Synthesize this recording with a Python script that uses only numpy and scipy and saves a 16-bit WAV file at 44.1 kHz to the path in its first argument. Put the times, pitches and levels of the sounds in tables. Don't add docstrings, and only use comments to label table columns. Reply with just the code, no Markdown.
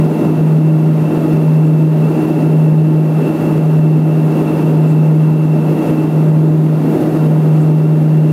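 import sys
import numpy as np
from scipy import signal
from scipy.fft import rfft, irfft
from scipy.io import wavfile
from scipy.ndimage import uniform_filter1d, minimum_filter1d

SR = 44100
rng = np.random.default_rng(int(sys.argv[2]) if len(sys.argv) > 2 else 0)


def wrap_up_sound(samples):
    columns = np.atleast_2d(samples).T
    tamed = np.clip(columns, -1, 1)
    steps = np.round(tamed * 32767).astype(np.int16)
    wavfile.write(sys.argv[1], SR, steps)


N = 366912


def gain_of(db):
    return 10 ** (np.asarray(db) / 20)


def evened(x):
    return x / np.sqrt(np.mean(x ** 2) + 1e-20)


def curve(rows):
    times, values = np.transpose(rows)
    return np.interp(np.arange(N) / SR, times, values)


def noise(shape):
    spectrum = rfft(rng.standard_normal(N))
    return evened(irfft(spectrum * shape(np.fft.rfftfreq(N, 1 / SR)), N))


def bell(f, hz, width):
    return 1 / (1 + (2 * (f - hz) / width) ** 2)


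def wander(rate_hz):
    return noise(lambda f: 1 / (1 + (f / rate_hz) ** 4))


def hisses(centre_hz=7800, width_hz=3000):
    # (time [s], length [s], level [dB])
    puffs = [(1.666, .04, -49), (4.9, .06, -46), (7.622, .04, -45)]
    t = np.arange(N) / SR
    swell = sum(gain_of(db) * np.exp(-(2 * (t - middle) / length) ** 2) for middle, length, db in puffs)
    return swell * noise(lambda f: bell(f, centre_hz, width_hz))


def whine(step_s=6.3, glide_s=0.2, step_hz=23.94):
    # (frequency [Hz], width [Hz], level before the fades [dB])
    whine_lines = [(2584, 70, -53), (2657, 31, -45.5), (2700, 69, -44), (2770, 50, -49.5), (2834, 60, -55)]
    # (time [s], level [dB])
    whine_level = [(0, 0), (6.0, 1), (6.5, -6.5), (7.9, -2.5), (8.32, 0)]
    lines = sum(gain_of(db) * noise(lambda f: bell(f, hz, width)) for hz, width, db in whine_lines)
    step = .5 + .5 * np.tanh((np.arange(N) / SR - step_s) / glide_s)
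    shift = np.exp(2j * np.pi * np.cumsum(step_hz * step) / SR)
    shifted = (signal.hilbert(lines) * shift).real
    return gain_of(curve(whine_level)) * shifted


def airflow(level_db=-13, flutter_db=0.33, ripple_db=1.25, mode_spacing_hz=70):
    # (frequency [Hz], relative level [dB per Hz])
    wall_slope = [(30, -47), (75, -28), (115, -13), (155, -2.5), (290, 0), (400, -3.5), (510, -11),
                  (1100, -23.5), (1750, -32.5), (3100, -38.5), (5000, -46), (8000, -49), (13500, -46.5),
                  (15800, -52)]
    # (frequency [Hz], width [Hz], lift [dB])
    resonances = [(94.3, 9.5, 8), (246, 20.5, 3), (594, 51, 7), (720, 32, 3), (877, 77, 5), (1258, 43, 4),
                  (1378, 76, 5), (1930, 130, 2), (11170, 800, 3)]
    slope_hz, slope_level_db = np.transpose(wall_slope)
    ripple = rng.standard_normal(SR // 20)

    def colour(f):
        slope_db = np.interp(np.log(f + 1), np.log(slope_hz), slope_level_db)
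        strong_db = sum(lift * bell(f, centre, width) for centre, width, lift in resonances)
        weak_db = ripple_db * np.interp(f / mode_spacing_hz, np.arange(len(ripple)), ripple)
        weak_db = weak_db * f / (f + 1000)
        return gain_of(slope_db + strong_db + weak_db)

    flutter = gain_of(level_db + flutter_db * wander(rate_hz=17))
    return flutter * noise(colour)


def propeller(turns, levels_db, dispersion=0, sway_db=0.76, jitter=0.0055):
    turns = turns + jitter * wander(rate_hz=6)
    drone = np.zeros(N)
    for k, db in levels_db:
        early = dispersion * (k - 1)
        strength = gain_of(db + k * sway_db * wander(rate_hz=6.6))
        drone += strength * np.cos(2 * np.pi * (k * turns + early))
    return np.sqrt(2) * drone


def propellers(blade_hz=155.95, sag_hz_per_s=0.14, near_lead=0.285):
    # (multiple of the blade rate, near propeller level [dB], far propeller level [dB])
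    blade_tones = [(1, -7.5, -11), (2, -24.4, -21), (3, -33.5, -40), (4, -54, -44)]
    # (time [s], difference [Hz])
    slip = [(0, 1.08), (2.6, .87), (4.1, .93), (5.1, .65), (7.0, .97), (7.5, .33)]
    order, near_db, far_db = np.transpose(blade_tones)
    order = np.round(order)
    far_turns = np.cumsum(blade_hz - sag_hz_per_s * np.arange(N) / SR) / SR
    near_turns = far_turns + near_lead + np.cumsum(curve(slip)) / SR
    near = propeller(near_turns, zip(order, near_db))
    far = propeller(far_turns, zip(order, far_db), dispersion=.11)
    return near + far


def scene():
    return (hisses() + whine() + airflow() + propellers())[None]


def limiter(x, threshold_db=-4.5, firmness=0.83, recovery_db_per_s=24, size=40):
    over_db = firmness * np.maximum(20 * np.log10(abs(x) + 1e-9) - threshold_db, 0)
    creep_db = recovery_db_per_s * np.arange(N) / SR
    duck_db = creep_db - np.maximum.accumulate(over_db + creep_db)
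    smooth_db = uniform_filter1d(minimum_filter1d(duck_db, size), size)
    return x * gain_of(smooth_db)


def record(dry):
    low_pass = signal.firwin(511, 15720, window=("kaiser", 9), fs=SR)
    return signal.oaconvolve(limiter(dry[0]), low_pass, "same")[None]


dry = scene()
out = record(dry)
wrap_up_sound(out)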